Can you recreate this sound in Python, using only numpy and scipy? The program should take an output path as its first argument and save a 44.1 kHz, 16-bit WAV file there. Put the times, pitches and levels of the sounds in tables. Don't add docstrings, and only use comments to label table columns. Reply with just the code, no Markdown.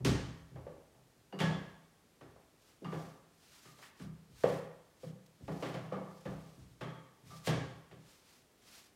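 import sys
import numpy as np
from scipy import signal
from scipy.fft import rfft, irfft, next_fast_len
from scipy.io import wavfile

SR = 44100
rng = np.random.default_rng(int(sys.argv[2]) if len(sys.argv) > 2 else 0)


def wav_out(sig):
    wavfile.write(sys.argv[1], SR, np.round(np.clip(np.atleast_2d(sig).T, -1, 1) * 32767).astype(np.int16))


N = 394694
TIME = np.arange(N) / SR
BAND_HZ = 50 * 2 ** (np.arange(26) / 3)


def from_db(db):
    return 10 ** (np.asarray(db) / 20)


def at_hz(points, hz):
    known_hz, values = np.transpose(points)
    return np.interp(np.log(hz), np.log(known_hz), values)


def hump(hz, centre_hz, octaves):
    return np.exp(-(np.log2(hz / centre_hz) / octaves) ** 2)


def clicks(times, sizes):
    out = np.zeros(N, np.asarray(sizes).dtype)
    np.add.at(out, np.clip(np.round(times * SR).astype(int), 0, N - 1), sizes)
    return out


def dying(powers, t60):
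    return signal.lfilter([1], [1, -from_db(-60 / (t60 * SR)) ** 2], powers + 1e-24)


def ring(strikes, hz, t60):
    pole = from_db(-60 / (t60 * SR)) * np.exp(2j * np.pi * hz / SR)
    return np.sqrt(2) * signal.lfilter([1], [1, -pole], strikes + 1e-18).imag


def third_octave(x, hz):
    low, high = hz * 2 ** (-1 / 6), hz * 2 ** (1 / 6)
    band = signal.sosfilt(signal.butter(2, [low, high], "band", fs=SR, output="sos"), x)
    return band * np.sqrt(SR / 2 / (high - low))


def coloured_noise(spectrum):
    size = next_fast_len(N)
    hz = np.maximum(np.fft.rfftfreq(size, 1 / SR), 1)
    band_width = np.maximum(hz, BAND_HZ[0]) * (2 ** (1 / 6) - 2 ** (-1 / 6))
    gain = from_db(at_hz(spectrum, hz)) * np.sqrt(SR / 2 / band_width)
    return irfft(rfft(rng.standard_normal(size)) * gain, size)[:N]


# band_hz, level_db
ROOM_TONE = [(50, -88), (100, -84), (200, -80.5), (400, -79.5), (1000, -84), (3000, -84), (8000, -83),
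             (14000, -84)]


def room_tone():
    return coloured_noise(ROOM_TONE)


# middle_s, half_length_s, level_db
HANDLING = [(2.69, 0.058, -81.5), (3.003, .1, -76), (3.6, .13, -74), (3.834, 0.045, -73.5),
            (4.023, 0.036, -76), (4.49, 0.086, -69), (5.052, 0.043, -77.5), (5.265, 0.003, -75.5),
            (5.635, 0.12, -74), (6.336, .3, -81), (7.346, 0.057, -72.5), (7.474, 0.022, -59.5),
            (8.12, 0.066, -77), (8.322, 0.071, -78.5), (8.754, 0.079, -71.5)]
# band_hz, gain_db
FRICTION_SPECTRUM = [(50, -17.5), (300, -16.5), (1000, -3.5), (2500, 0.5), (5000, 4.5), (9000, 1),
                     (14000, -1)]


def sleeves_and_handling(grain_db=1.5, grains_per_s=90):
    power = sum(from_db(db) ** 2 * np.exp(-np.minimum(((TIME - middle_s) / half_length_s) ** 2, 20))
                for middle_s, half_length_s, db in HANDLING)
    grain = np.interp(TIME * grains_per_s, np.arange(N), rng.standard_normal(N))
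    return np.sqrt(power) * from_db(grain_db * grain) * coloured_noise(FRICTION_SPECTRUM)


# band_hz, t60_s
KITCHEN_DECAY = [(60, 0.642), (160, 0.64), (450, 0.63), (1100, 0.85), (3000, 0.66), (7000, 0.64),
                 (12000, 0.34)]


def kitchen_t60(hz):
    return at_hz(KITCHEN_DECAY, hz)


# pitch_hz, gain_db, t60_s
ROOM_MODES = [(113, -14.5, 0.69), (126.6, 1.5, 0.56), (153.5, -3.5, 0.51), (160.57, 1.5, 0.53),
              (163.3, -13, 1), (190.8, 1.5, .58)]


def standing_waves(build_t60=0.16, reach_octaves=0.27, gain_db=-0.5):
    start_s, _, thump_db, thump_hz = all_blows()[:4]
    phases = np.exp(2j * np.pi * rng.random((len(start_s), len(ROOM_MODES))))
    out = np.zeros(N)
    for (hz, mode_db, t60), phase in zip(ROOM_MODES, phases.T):
        coupling = np.sqrt(hump(hz, thump_hz, reach_octaves))
        strikes = clicks(start_s, phase * from_db(thump_db + mode_db) * coupling)
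        out += ring(strikes, hz, t60) - ring(strikes, hz, build_t60)
    return from_db(gain_db) * out


def struck_part(touches, modes, direct_db, echo_db, uneven_db=2.5, contact_s=0.00087):
    out, age = np.zeros(N + SR), TIME[:SR]
    echo_decay = from_db(-60 * age / kitchen_t60(modes[0][0]))
    for start_s, touch_db in touches:
        ringing = np.zeros(SR)
        for hz, mode_db, t60 in modes:
            strength_db = touch_db + mode_db + uneven_db * rng.standard_normal()
            envelope = from_db(strength_db - 60 * age / t60)
            ringing += envelope * np.sin(2 * np.pi * (hz * age + rng.random()))
        ringing *= 1 - np.exp(-age / contact_s)
        room = signal.fftconvolve(ringing, rng.standard_normal(SR) * echo_decay)[:SR]
        room *= np.linalg.norm(ringing) / np.linalg.norm(room)
        start = max(round(start_s * SR), 0)
        out[start:start + SR] += from_db(direct_db) * ringing + from_db(echo_db) * room
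    return out[:N]


# start_s, level_db
BLADE_TOUCHES = [(0.047, -55)]
# pitch_hz, gain_db, t60_s
BLADE_MODES = [(6342, 0, .25), (6490, -2, .2), (8387, -6, .15)]


def thin_blade():
    return struck_part(BLADE_TOUCHES, BLADE_MODES, direct_db=0, echo_db=0)


# start_s, level_db
SIEVE_TOUCHES = [(2.85, -55), (3.655, -63), (4.0, -68.5), (5.918, -49.5), (6.254, -62), (6.81, -52.5),
                 (7.305, -56.5)]
BAR_TOUCHES = [(1.326, -57), (1.391, -43), (2.844, -55)]
# pitch_hz, gain_db, t60_s
SIEVE_MODES = [(1140, -5, .25), (1180, -1, .35), (1205, -3, .3), (1240, -4, .3), (1300, -10, .2),
               (2132, -17, .25), (2215, -17, .25)]
BAR_MODES = [(2815, 0, .18), (2870, -2, .15), (4660, -12, .2)]


def sieve_and_bar():
    sieve = struck_part(SIEVE_TOUCHES, SIEVE_MODES, direct_db=0, echo_db=2)
    bar = struck_part(BAR_TOUCHES, BAR_MODES, direct_db=0, echo_db=-3)
    return sieve + bar


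# start_s, level_db
LID_TOUCHES = [(0.047, -48.5), (1.401, -42.5), (2.845, -68), (2.921, -63.5), (3.824, -67), (4.439, -59),
               (5.625, -62), (5.742, -69.5), (6.811, -52.5), (7.474, -46)]
CHUTE_TOUCHES = [(0.667, -49), (4.441, -28), (5.033, -49), (5.624, -39), (5.923, -41), (6.258, -46)]
# pitch_hz, gain_db, t60_s
LID_MODES = [(885, -1, .2), (1100, 0, .2), (1292, -4, .15), (1604, -3, .15), (1690, -2, .2), (1848, -3, .2),
             (2062, -7, .12), (2240, -6, .15), (3180, -4, .15), (3300, -5, .15), (3460, -6, .15)]
CHUTE_MODES = [(449, -4.5, 0.03), (499.2, 5.5, 0.067), (547, 1.5, 0.061), (646, -7, 0.058),
               (737, -15, 0.067)]


def lid_and_chute():
    lid = struck_part(LID_TOUCHES, LID_MODES, direct_db=-4, echo_db=3)
    chute = struck_part(CHUTE_TOUCHES, CHUTE_MODES, direct_db=4.5, echo_db=2)
    return lid + chute


# pitch_hz, width_hz, lift_db
HOUSING_MODES = [(278.5, 14, 6.5), (334.6, 14, 1), (398, 6, 6), (530, 2.6, 1), (526, 4.2, 6),
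                 (657, 2.8, 6.5), (800, 11, 7), (1151, 41, 5.5), (1734, 9.6, 7), (1890, 2.8, 10.5),
                 (3080, 67, 5)]


def housing(x):
    out = x.copy()
    for hz, width_hz, lift_db in HOUSING_MODES:
        radius = np.exp(-np.pi * width_hz / SR)
        feedback = [1, -2 * radius * np.cos(2 * np.pi * hz / SR), radius ** 2]
        resonance = signal.lfilter(np.array([1, 0, -1]) * (1 - radius ** 2) / 2, feedback, x)
        out += (from_db(lift_db) - 1) * resonance
    return out


# start_s, knock_db, knock_hz, thump_db, thump_hz, hardness_hz
KNOCKS = [ (0.047, -32.5, 280, -28.5, 143, 4750), (0.085, -44.5, 298, -34.5, 123, 1000),
          (0.557, -55, 480, -59.5, 120, 925), (0.665, -53, 424, -55.5, 136, 696),
          (0.946, -70.5, 550, -62.5, 129, 690), (1.324, -46.5, 374, -43, 193, 755),
          (1.389, -45, 400, -48, 180, 3800), (1.401, -35.5, 410, -28.5, 180.4, 3100),
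          (1.423, -47, 467, -36.5, 173, 1280), (2.208, -57, 400, -65, 138, 1600),
          (2.359, -67.5, 670, -80, 190, 700), (2.816, -49, 267, -51.5, 174, 150),
          (2.844, -52, 840, -41, 168, 1830), (2.921, -43.5, 434, -40, 160, 1040),
          (3.65, -63, 237, -59.5, 136, 1900), (3.786, -67, 680, -87, 174, 2800),
          (3.824, -62, 2050, -90, 188, 3040), (3.997, -56, 290, -40.5, 158.5, 1600),
          (4.435, -37.5, 534, -34.5, 155, 1560), (5.034, -60, 330, -43.5, 157.6, 1370),
          (5.478, -42.5, 424, -40.5, 171, 890), (5.623, -42, 476, -42.5, 126, 2100),
          (5.653, -46.5, 280, -50.5, 152, 1670), (5.741, -47.5, 565, -38, 148, 2250),
          (5.922, -43, 530, -38.5, 178, 970), (6.253, -46, 430, -37.5, 157, 1290),
          (6.808, -45.5, 400, -40, 140, 2050), (7.307, -62.5, 640, -52.5, 158, 1220),
          (7.471, -35, 424, -29, 139, 3400), (7.911, -60.5, 383, -55, 154, 2240)]
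# start_s, boom_db
BUMPS = [(0.001, -35), (0.047, -29.5), (0.51, -45), (1.165, -67), (1.403, -42), (2.211, -56.5),
         (3.998, -50.5), (4.291, -57), (5.404, -48), (6.254, -49), (6.569, -50), (7.224, -54), (7.474, -48),
         (7.908, -62)]


def all_blows():
    knocks = [(start_s, thump_db - 21, thump_db, thump_hz, knock_db, knock_hz, hardness_hz)
              for start_s, knock_db, knock_hz, thump_db, thump_hz, hardness_hz in KNOCKS]
    bumps = [(start_s, boom_db, boom_db - 2.5, 137, boom_db - 13.5, 240, 250)
             for start_s, boom_db in BUMPS]
    return np.transpose(knocks + bumps)


def blows(boom_hz=62, diffuse_thump_db=-9, clack_db=-4.5, early_t60=0.14, early_cut_hz=300,
          press_t60=0.0037, reflections_per_s=2500, build_t60=0.12, build_cycles=25, gain_db=-6):
    start_s, boom_db, thump_db, thump_hz, knock_db, knock_hz, hardness_hz = all_blows()
    early_db = 2.5 - 0.16 * (knock_db - knock_db.mean())
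    white = rng.standard_normal((2, N))
    arrives = rng.random(N) < reflections_per_s / SR
    reflections = arrives * rng.choice([-1, 1], N) * np.sqrt(SR / reflections_per_s)
    out = np.zeros(N)
    for k, hz in enumerate(BAND_HZ):
        boom = from_db(boom_db) ** 2 * hump(hz, boom_hz, octaves=0.97)
        thump = from_db(thump_db + diffuse_thump_db) ** 2 * hump(hz, thump_hz, octaves=0.52)
        knock = from_db(knock_db) ** 2 * hump(hz, knock_hz, octaves=0.7)
        clack = from_db(knock_db + clack_db) ** 2 * (hz / hardness_hz) / (1 + (hz / hardness_hz) ** 4)
        power = boom + thump + knock + clack
        tail_hits = clicks(start_s, power)
        tail = dying(tail_hits, kitchen_t60(hz)) - dying(tail_hits, build_t60 + build_cycles / hz)
        early_hits = clicks(start_s, power * from_db(early_db) ** 2 / (1 + (early_cut_hz / hz) ** 2))
        early = dying(early_hits, early_t60) - dying(early_hits, press_t60)
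        pressure = np.sqrt(np.abs(tail)) * white[k % 2] + np.sqrt(np.abs(early)) * reflections
        out += (-1) ** k * third_octave(pressure, hz)
    return from_db(gain_db) * housing(out)


def scene():
    loading = blows() + standing_waves() + sieve_and_bar() + thin_blade() + lid_and_chute()
    return (loading + sleeves_and_handling() + room_tone())[None]


def record(dry, low_cut_hz=38, top_hz=14500, cutoff_hz=15900):
    thinned = signal.sosfilt(signal.butter(4, low_cut_hz, "high", fs=SR, output="sos"), dry)
    softened = signal.sosfilt(signal.butter(2, top_hz, fs=SR, output="sos"), thinned)
    return signal.sosfilt(signal.ellip(12, .1, 80, cutoff_hz, fs=SR, output="sos"), softened)


dry = scene()
out = record(dry)
wav_out(out)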